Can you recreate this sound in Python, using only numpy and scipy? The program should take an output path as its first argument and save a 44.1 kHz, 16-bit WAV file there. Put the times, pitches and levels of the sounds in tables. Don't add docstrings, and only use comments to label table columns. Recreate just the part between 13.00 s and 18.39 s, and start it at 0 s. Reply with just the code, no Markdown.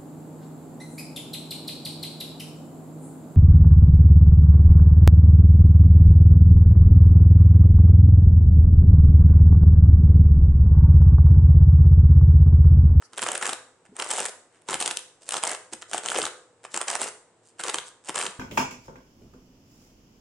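import sys
import numpy as np
from scipy import signal
from scipy.fft import rfft, irfft, next_fast_len
from scipy.io import wavfile
from scipy.ndimage import uniform_filter1d

SR = 44100
rng = np.random.default_rng(int(sys.argv[2]) if len(sys.argv) > 2 else 0)


def master_out(mix):
    frames = np.transpose(np.atleast_2d(mix))
    ceiling = np.clip(frames, -1, 1)
    pcm = np.round(ceiling * 32767).astype(np.int16)
    wavfile.write(sys.argv[1], SR, pcm)


N = 237775
TIME = np.arange(N) / SR
SIDES = np.array([[1], [-1]])
CLICK_SIZE = 1024
CLICK_HZ = np.fft.rfftfreq(CLICK_SIZE, 1 / SR)
PADDED = next_fast_len(N, real=True)
FINE_HZ = np.fft.rfftfreq(PADDED, 1 / SR)


def undb(db):
    return 10 ** (np.asarray(db) / 20)


def at(points, hz):
    f, value = np.transpose(points)
    return np.interp(np.log(hz + 1), np.log(f), value)


def colour(x, points):
    count = next_fast_len(x.shape[-1], real=True)
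    gain = undb(at(points, np.fft.rfftfreq(count, 1 / SR)))
    return irfft(rfft(x, count) * gain, count)[..., :x.shape[-1]]


def lift(resonances, hz):
    return sum(db / (1 + (2 * (hz - centre) / width) ** 2) for centre, width, db in resonances)


def unit(x):
    return x / np.sqrt(np.mean(np.sum(x ** 2, axis=-1)))


def add(out, s, sound):
    start = max(int(s * SR), 0)
    part = out[:, start:start + sound.shape[-1]]
    part += sound[..., :part.shape[-1]]


# f/Hz, side against mid level/dB
ROOM_WIDTH = [(40, -9.5), (250, -15.5), (600, -10.5), (1500, -7), (4000, 0.5), (10000, -3.5)]


def diffuse(count):
    mid, side = rng.standard_normal((2, count))
    return mid + SIDES * colour(side, ROOM_WIDTH)


# f/Hz, relative level/dB
HUM_SPECTRUM = [(25, -1), (50, -18), (90, -8), (200, -8), (330, 2.5), (500, -1.5), (700, -3.5),
                (1000, -5.5), (1500, -10), (2500, -16.5), (4300, -22), (6000, -22.5), (8000, -13.5),
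                (11000, -33)]
# f/Hz, width/Hz, height/dB
HUM_BANDS = [(111, 20, 12.5), (166, 25, 7.5), (243, 6.9, 8), (370, 20, -1), (467, 8, 14)]


def hum(rms_db=-63):
    gain = undb(at(HUM_SPECTRUM, FINE_HZ) + lift(HUM_BANDS, FINE_HZ))
    air = irfft(rfft(diffuse(PADDED)) * gain, PADDED)[:, :N]
    return undb(rms_db) * np.sqrt(N) * unit(air)


def even(x, size=48):
    spectrum = rfft(x)
    power = uniform_filter1d(np.mean(np.abs(spectrum) ** 2, axis=0), size=size)
    return irfft(spectrum / np.sqrt(power), x.shape[-1])


# f/Hz, gain/dB
TAIL_COLOUR = [(60, 13.5), (200, -5.5), (450, -1.5), (700, -4.5), (1200, -1), (2000, 2), (3000, -2),
               (5000, -2), (8000, -3.5), (11000, -0.5)]
# f/Hz, t60/s
TAIL_DECAY = [(150, 0.3), (400, 0.47), (1040, 0.5), (2760, 0.36), (7280, 0.46), (11000, 0.29)]
# f/Hz, initial level in the response/dB, t60/s
STANDING_WAVES = [(365.6, -65, 0.55), (398, -68.5, 0.16), (465, -81.5, 0.81), (505, -71.5, 1)]


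def room(near, tail_db=-8, echo_s=0.015, echo_db=-17):
    t = TIME[:SR * 3 // 4]
    hz = np.fft.rfftfreq(len(t), 1 / SR)
    noise = rfft(diffuse(len(t)))
    centres, t60s = np.transpose(TAIL_DECAY)
    tail = 0
    for share, t60 in zip(np.eye(len(centres)), t60s):
        band = irfft(noise * at(np.c_[centres, share], hz), len(t))
        tail = tail + band * np.exp(-np.log(1000) * t / t60)
    build_up = 1 - np.exp(-t / 0.011)
    fade = np.clip(2 - 2 * t / t[-1], 0, 1) ** 2
    response = undb(tail_db) * unit(colour(even(tail), TAIL_COLOUR) * build_up * fade)
    response[:, int(echo_s * SR)] += undb(echo_db)
    for mode_hz, db, t60 in STANDING_WAVES:
        response += undb(db - 60 * t / t60) * np.sin(2 * np.pi * mode_hz * t)
    source = near.mean(axis=0)[None]
    return signal.fftconvolve(source, response, axes=1)[:, :N]


def rustle(start_s=0.02, length_s=0.063, rms_db=-58):
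    count = int(length_s * SR)
    hiss = colour(diffuse(count), [(3000, -31), (4800, 6), (6000, 5), (8000, -4)])
    out = np.zeros((2, N))
    add(out, start_s, undb(rms_db) * np.sqrt(count) * unit(hiss * np.hanning(count)))
    return out


# t/s, f/Hz, level before the soft onset/dB, t60/s
BLOCK_KNOCKS = [(0.891, 193, -49.5, 0.13), (0.918, 251, -46, 0.1), (0.926, 418, -44, 0.062),
                (2.724, 344.7, -36.5, 0.068), (2.737, 225, -46, 0.089), (2.739, 317, -45.5, 0.13),
                (2.739, 530, -49, 0.11), (3.188, 436, -22, 0.062), (3.201, 280, -33, 0.037),
                (3.742, 229, -42, 0.069), (5.093, 320, -31.5, 0.03), (5.227, 272.2, -44, 0.1),
                (5.282, 190.2, -44, 0.11)]


def knocks(onset_s=0.00093):
    out, t = np.zeros((2, N)), TIME[:SR // 4]
    for s, hz, db, t60 in BLOCK_KNOCKS:
        envelope = undb(db - 60 * t / t60) * (1 - np.exp(-t / onset_s))
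        add(out, s, envelope * np.sin(2 * np.pi * hz * t))
    return out


def ripple(count):
    curve = uniform_filter1d(uniform_filter1d(rng.standard_normal(len(CLICK_HZ)), count), count)
    return curve / curve.std()


def click(db):
    cepstrum = irfft(db * np.log(10) / 20)
    cepstrum[1:CLICK_SIZE // 2] *= 2
    cepstrum[CLICK_SIZE // 2 + 1:] = 0
    return irfft(np.exp(rfft(cepstrum)))


# f/Hz, side against mid level/dB
NEAR_WIDTH = [(200, -20), (1000, -11.5), (3000, -9), (8000, -7), (11000, -3.5)]


def ports(x):
    t = np.arange(CLICK_SIZE) / SR
    paths = unit(rng.standard_normal(CLICK_SIZE) * np.exp(-t / 0.00029))
    side = colour(signal.fftconvolve(x, paths)[:CLICK_SIZE], NEAR_WIDTH)
    return x + SIDES * side


# start t/s, length/s, starting level/dB,
# brightness/dB (treble against bass), boom of the block/dB, starting pitch of the foam f/Hz
PUSHES = [(0.175, .02, -48, 1.5, 8, 1190), (0.218, 0.023, -33.5, 0.5, 5.5, 1100),
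          (0.258, .105, -38.5, -4, -3.5, 870), (0.41, 0.11, -36.5, -4.5, -0.5, 1060),
          (0.984, 0.039, -39.5, -8, -3, 1130), (1.04, 0.063, -41, -4, -5, 1000),
          (1.098, 0.15, -30.5, 2, -5, 860), (1.685, 0.072, -33, -2, 5.5, 1120),
          (1.795, 0.13, -36.5, 1, -1, 876), (2.318, 0.067, -32.5, 0, 0.5, 1059),
          (2.425, 0.032, -34.5, -4.5, -1.5, 901), (2.468, 0.083, -34, -2.5, -6, 755),
          (2.93, 0.058, -37, -1.5, 2.5, 755), (3.03, 0.11, -38, -1, -3, 870),
          (3.142, 0.061, -32, -7, 2.5, 537), (3.21, 0.071, -39.5, 1.5, 8.5, 900),
          (3.74, .038, -34, 0.5, -1.5, 1040), (3.803, 0.022, -43, -3.5, -13, 1096),
          (3.878, 0.089, -34.5, -0.5, -5.5, 840.2), (3.99, 0.1, -34.5, 0.5, -3.5, 650),
          (4.592, 0.02, -36, -2, 3, 1150), (4.636, .067, -36, -6, 0.5, 1160),
          (4.725, .06, -55, 1.5, 6, 890), (5.08, 0.025, -40.5, -5, 7, 654),
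          (5.143, 0.13, -32.5, 1, -0.5, 1140)]


def effort(bite_s=0.0019, release_s=0.0063, tire_db_per_s=19.5):
    out = []
    for s, length, db, *_ in PUSHES:
        age = np.maximum(TIME - s, 0)
        hold = undb(db - tire_db_per_s * age)
        bite = np.minimum(age / bite_s, 1)
        release = np.exp(-np.clip((age - length) / release_s, 0, 20))
        out.append(hold * bite * release)
    return np.array(out)


def foam_pitch(sink_oct_per_s=3.7):
    pitch = np.full(N, float(PUSHES[0][-1]))
    for s, length, *_, hz in PUSHES:
        start = int(s * SR)
        pitch[start:] = hz * 2 ** (-sink_oct_per_s * np.minimum(TIME[start:] - s, length))
    return uniform_filter1d(pitch, size=600)


def swell(s, length):
    return np.maximum(1 - (2 * (TIME - s) / length) ** 2, 0) ** 2


def flicker(spread_db=2.2, changes_per_s=30):
    steps = np.arange(0, TIME[-1] + 1, 1 / changes_per_s)
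    return spread_db * np.interp(TIME, steps, rng.standard_normal(len(steps)))


def hollow(x, depth_db=6, octaves=0.26, trim_db=-2.0, count=9):
    centres = np.geomspace(250, 2600, count)
    pitch = foam_pitch()
    spectrum = rfft(x, PADDED)
    out = x
    for centre, share in zip(centres[:-1], np.eye(count)):
        closeness = np.exp(-.5 * (np.log2(centre / pitch) / octaves) ** 2)
        db = trim_db + flicker() + depth_db * closeness
        band = irfft(spectrum * at(np.c_[centres, share], FINE_HZ), PADDED)[:, :N]
        out = out + (undb(db) - 1) * band
    return out


# f/Hz, gain/dB
CRUSH_COLOUR = [(24, -64.5), (40, -41), (85, -27.5), (174, -8.5), (254, -7.5), (408, 0.5), (686, -1.5),
                (1030, -3.5), (1360, -1.5), (2410, -6), (3130, -7.5), (4150, -13.5), (8650, -9.5),
                (10700, -24), (11500, -9), (15000, -40), (22000, -120)]
# f/Hz, width/Hz, height/dB
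BODY_RESONANCES = [(404, 33, 1), (491.5, 24.5, 4.5), (685, 50, 1), (1345, 150, 1.5), (1713, 160, 2),
                   (2763, 33, 3), (3102, 78, 3.5), (8160, 6300, 7)]


def beads(level_db, rate=2100, scatter_db=5.5, variety_db=5.0, size_db=6, count=20):
    happens = rng.random(N) < rate / SR
    bursts = happens * undb(scatter_db * np.minimum(rng.exponential(size=N), 4))
    bursts /= np.sqrt(np.maximum(uniform_filter1d(bursts ** 2, size=500), 1e-6))
    bursts *= rng.choice([-1, 1], N) * undb(level_db)
    kind = rng.integers(count, size=N)
    tilt = at([(700, -1), (8000, 1)], CLICK_HZ)
    common_db = at(CRUSH_COLOUR, CLICK_HZ) + lift(BODY_RESONANCES, CLICK_HZ)
    out = 0
    for k, fineness in enumerate(np.linspace(-1, 1, count)):
        bead = unit(click(common_db + size_db * fineness * tilt + variety_db * ripple(count=10)))
        out = out + signal.oaconvolve((bursts * (kind == k))[None], ports(bead), axes=1)[:, :N]
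    return out


def surges(rise_s=0.0038, fall_s=0.0043, surge_db=-31):
    energy = np.zeros(N)
    for s, _, *parts_db in SINGLE_SNAPS:
        energy[int(s * SR)] += np.sum(undb(parts_db) ** 2)
    t = np.arange(-2 * CLICK_SIZE, 2 * CLICK_SIZE + 1) / SR
    shape = np.exp(np.minimum(t / rise_s, -t / fall_s))
    return undb(surge_db) ** 2 * np.maximum(signal.oaconvolve(energy, shape, "same"), 0)


# middle t/s, length/s, peak level/dB, brightness/dB
SKIMS = [(0.143, 0.033, -55.5, -12), (0.86, .035, -59.5, -23), (1.288, 0.029, -32, 5.5),
         (1.561, 0.12, -64.5, -11), (1.98, .06, -56, 7.5), (2.228, 0.052, -47.5, 7),
         (2.29, 0.11, -45.5, 6.5), (2.733, .035, -35.5, 5), (2.823, 0.025, -39.5, 3),
         (2.897, 0.041, -39, 16), (3.65, 0.046, -46, 1), (3.723, 0.051, -44, 8.5), (4.477, 0.13, -55.5, 8),
         (4.874, 0.06, -40, 10.5), (5.072, 0.086, -42, 6.5), (5.303, 0.044, -41.5, 4.5),
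         (5.356, 0.077, -57, -16)]


def crushing(boom_hz=300):
    skims = [undb(db) * swell(s, length) for s, length, db, _ in SKIMS]
    power = np.vstack([effort(), skims]) ** 2
    total = power.sum(axis=0) + 1e-12
    bright_db = np.array([row[3] for row in PUSHES + SKIMS]) @ power / total
    boom_db = np.array([row[4] for row in PUSHES]) @ power[:len(PUSHES)] / total
    stream = beads(10 * np.log10(total + surges()))
    low_pass = signal.butter(2, boom_hz, fs=SR, output="sos")
    stream = stream + (undb(boom_db) - 1) * signal.sosfiltfilt(low_pass, stream)
    dark = colour(stream, [(1100, 2.5), (2200, 3), (4500, -2.5)])
    balance = undb(bright_db)
    tilted = dark + balance * (stream - dark)
    return hollow(tilted) * np.sqrt(2 / (1 + balance ** 2))


def fracture(hz, q, tear_s, sharp_db, yield_s, skirt_db):
    t = np.arange(CLICK_SIZE) / SR
    tearing = np.exp(-t / tear_s) * (1 - np.exp(-t / yield_s))
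    force = unit(rng.standard_normal(CLICK_SIZE) * tearing)
    force[int(abs(yield_s) * SR) + 1] += undb(sharp_db)
    detune = q * ((CLICK_HZ + 1) / hz - hz / (CLICK_HZ + 1))
    db = -10 * np.log10(1 + detune ** 2) - skirt_db * np.log10(1 + (detune / 3) ** 2)
    resonance = click(db + lift(BODY_RESONANCES, CLICK_HZ))
    return unit(signal.fftconvolve(force, resonance)[:CLICK_SIZE])


def snap(hz, thump_db, tick_db, crack_db):
    blade, bead = np.exp(0.044 * rng.standard_normal(2))
    thump = fracture(hz, q=1.27, tear_s=0.0019, sharp_db=-3.0, yield_s=.0005, skirt_db=12.5)
    tick = fracture(3080 * blade, q=2, tear_s=.0016, sharp_db=-1, yield_s=0.00016, skirt_db=-3.5)
    crack = fracture(8200 * bead, q=4.0, tear_s=.0008, sharp_db=-1, yield_s=.00008, skirt_db=1.0)
    mix = undb(thump_db) * thump - undb(tick_db) * tick + undb(crack_db) * crack
    return ports(rng.choice([-1, 1]) * mix)


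# t/s, pitch of the foam's thump f/Hz, energy level/dB of the thump, of the blade's tick and of the crack
SINGLE_SNAPS = [(0.0233, 1090, -23, -48, -45.5), (0.1336, 1020, -26.5, -25, -27),
                (0.1769, 920, -14, -12.5, -23), (0.1813, 960, -9.5, -15, -7.5),
                (0.1924, 1330, -7.5, -13, -21), (0.2189, 1140, -13.0, -12.5, -9),
                (0.2272, 1050, -6, -6.5, -16), (0.2354, 860, -11.5, -12, -5), (0.2642, 970, -2, -14, -27),
                (0.2875, 860, -3.5, -9, -6), (0.3183, 900, -16, -13.0, -2), (0.3535, 1580, -4, -27, -8),
                (0.3779, 980, -24, -25, -5.5), (0.4257, 1300, -2.5, -14, -7),
                (0.4556, 1410, -6.5, -15, -4.5), (0.4663, 1340, -7, -28, -4), (0.4924, 1000, -5.5, -9, -6),
                (0.532, 950, -12.5, -5, -8.5), (0.966, 1200, -22.5, -27, -15),
                (0.9985, 1280, -8.0, -5, -13), (1.0231, 960, -10.5, -4, -16), (1.105, 990, -19, -15, -5),
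                (1.1118, 1300, -7.5, -22, -2), (1.1823, 760, -4.5, -20, -7.5),
                (1.1928, 820, -10, -7.5, -14), (1.2029, 1080, -9, -23, -2), (1.254, 1640, -8.5, -18, -4),
                (1.2611, 1000, -18, -13, -4.5), (1.6196, 820, -53.0, -42.0, -35.5),
                (1.6865, 1200, -18, -14, -12.5), (1.7421, 1270, -10.0, -2.5, -5),
                (1.8035, 1080, -11, -7, -3.5), (1.8121, 740, -5.5, -9, -3), (1.8253, 1390, -33, -2, -2.5),
                (1.86, 680, -21, -2, -3), (1.8773, 860, -6.5, -2.5, -1.5), (1.9106, 1230, -8.5, -3.0, -28),
                (1.9712, 1080, -24, -3.5, -6.0), (1.9916, 700, -26.5, -19.5, -15),
                (2.2905, 1080, -14, -14.0, -3.5), (2.3083, 1020, -23, -9.5, -8),
                (2.3409, 940, -7.5, -5, -20), (2.3674, 960, -10.5, -5.5, -7), (2.4368, 1630, -12, -3, 0.5),
                (2.4514, 580, -17, -24, -7), (2.4747, 830, -26.5, -25, -1),
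                (2.735, 970, -15.5, -16.5, -8.5), (2.8254, 1350, -16, -23, -33),
                (2.9134, 750, -18, -22, -15), (2.9332, 1240, -8, -6.5, -20), (2.9451, 700, -2.5, -18, -13),
                (2.9797, 890, -22, -8, -4.5), (3.06, 1110, -14.5, -7.5, -5), (3.0863, 1530, -15, -2.5, -16),
                (3.1013, 1450, -16, -12, -8), (3.1173, 1050, -2, -32, -8), (3.1604, 1320, -3, -21, -22),
                (3.1864, 850, -2, -17.5, -2), (3.2172, 820, -24.5, -3, -10), (3.2292, 1290, -22, -13, -3.5),
                (3.2385, 1050, -5, -19, -22), (3.2535, 1010, -16.0, -6, -5), (3.2659, 1400, -6.5, -14, -15),
                (3.6502, 1200, -14.0, -35, -27), (3.7423, 1300, -6.5, -25, -8),
                (3.7748, 1040, -5.5, -22, -2.5), (3.8145, 910, -6.5, -11, -3.5),
                (3.8824, 970, -15, -4, -3.5), (3.9013, 690, -11, -8, -3.5), (3.9534, 980, -1, -20, -3),
                (4.0162, 760, -6, -16, -0.5), (4.0312, 1160, -28, -8.5, -4.5),
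                (4.595, 780, -22, -26, -16.5), (4.638, 1050, -16, -9.5, -6), (4.6834, 870, -13, -7.5, -16),
                (4.6964, 1030, -9.5, -4, -9), (4.7433, 820, -4, -3, -1.5), (4.7567, 680, -12.5, -14, -8.5),
                (4.7849, 1430, -9, -4, -30), (5.0935, 730, -8.5, -11, -10), (5.1588, 1120, -10, -11, -3),
                (5.1783, 1190, -7.5, -6.5, -18), (5.202, 1350, -9, -13, -28),
                (5.2131, 1070, -20, -2.5, -25), (5.2649, 1350, -14, -5, -20)]
LESSER_PER_S, LESSER_DB, LESSER_SCATTER_DB = 36, (18, 18.5, 25.5), 4
THUMP_RATIO, THUMP_SCATTER_OCT = 1.09, .18


def snaps():
    out = np.zeros((2, N))
    push, pitch = effort().sum(axis=0), foam_pitch()
    for s, hz, *parts_db in SINGLE_SNAPS:
        add(out, s, snap(hz, *parts_db))
    for start, length, *_ in PUSHES:
        count = max(round(length * LESSER_PER_S), 1)
        for s in start + length * rng.random(count):
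            i = int(s * SR)
            hz = THUMP_RATIO * pitch[i] * 2 ** (THUMP_SCATTER_OCT * (2 * rng.random() - 1))
            scatter_db = LESSER_SCATTER_DB * np.clip(rng.standard_normal(3), -2, 1)
            push_db = 20 * np.log10(push[i] + 1e-9)
            add(out, s, snap(hz, *(push_db + LESSER_DB + scatter_db)))
    return out


def scene():
    near = rustle() + knocks() + crushing() + snaps()
    return hum() + room(near) + near


def record(dry, bass_hz=52, ceiling=.55, top_hz=10950):
    high_pass = signal.butter(1, bass_hz, "high", fs=SR, output="sos")
    x = signal.sosfilt(high_pass, dry)
    x = ceiling * np.tanh(x / ceiling)
    low_pass = signal.ellip(8, .2, 60, top_hz, fs=SR, output="sos")
    return signal.sosfilt(low_pass, x)


dry = scene()
out = record(dry)
master_out(out)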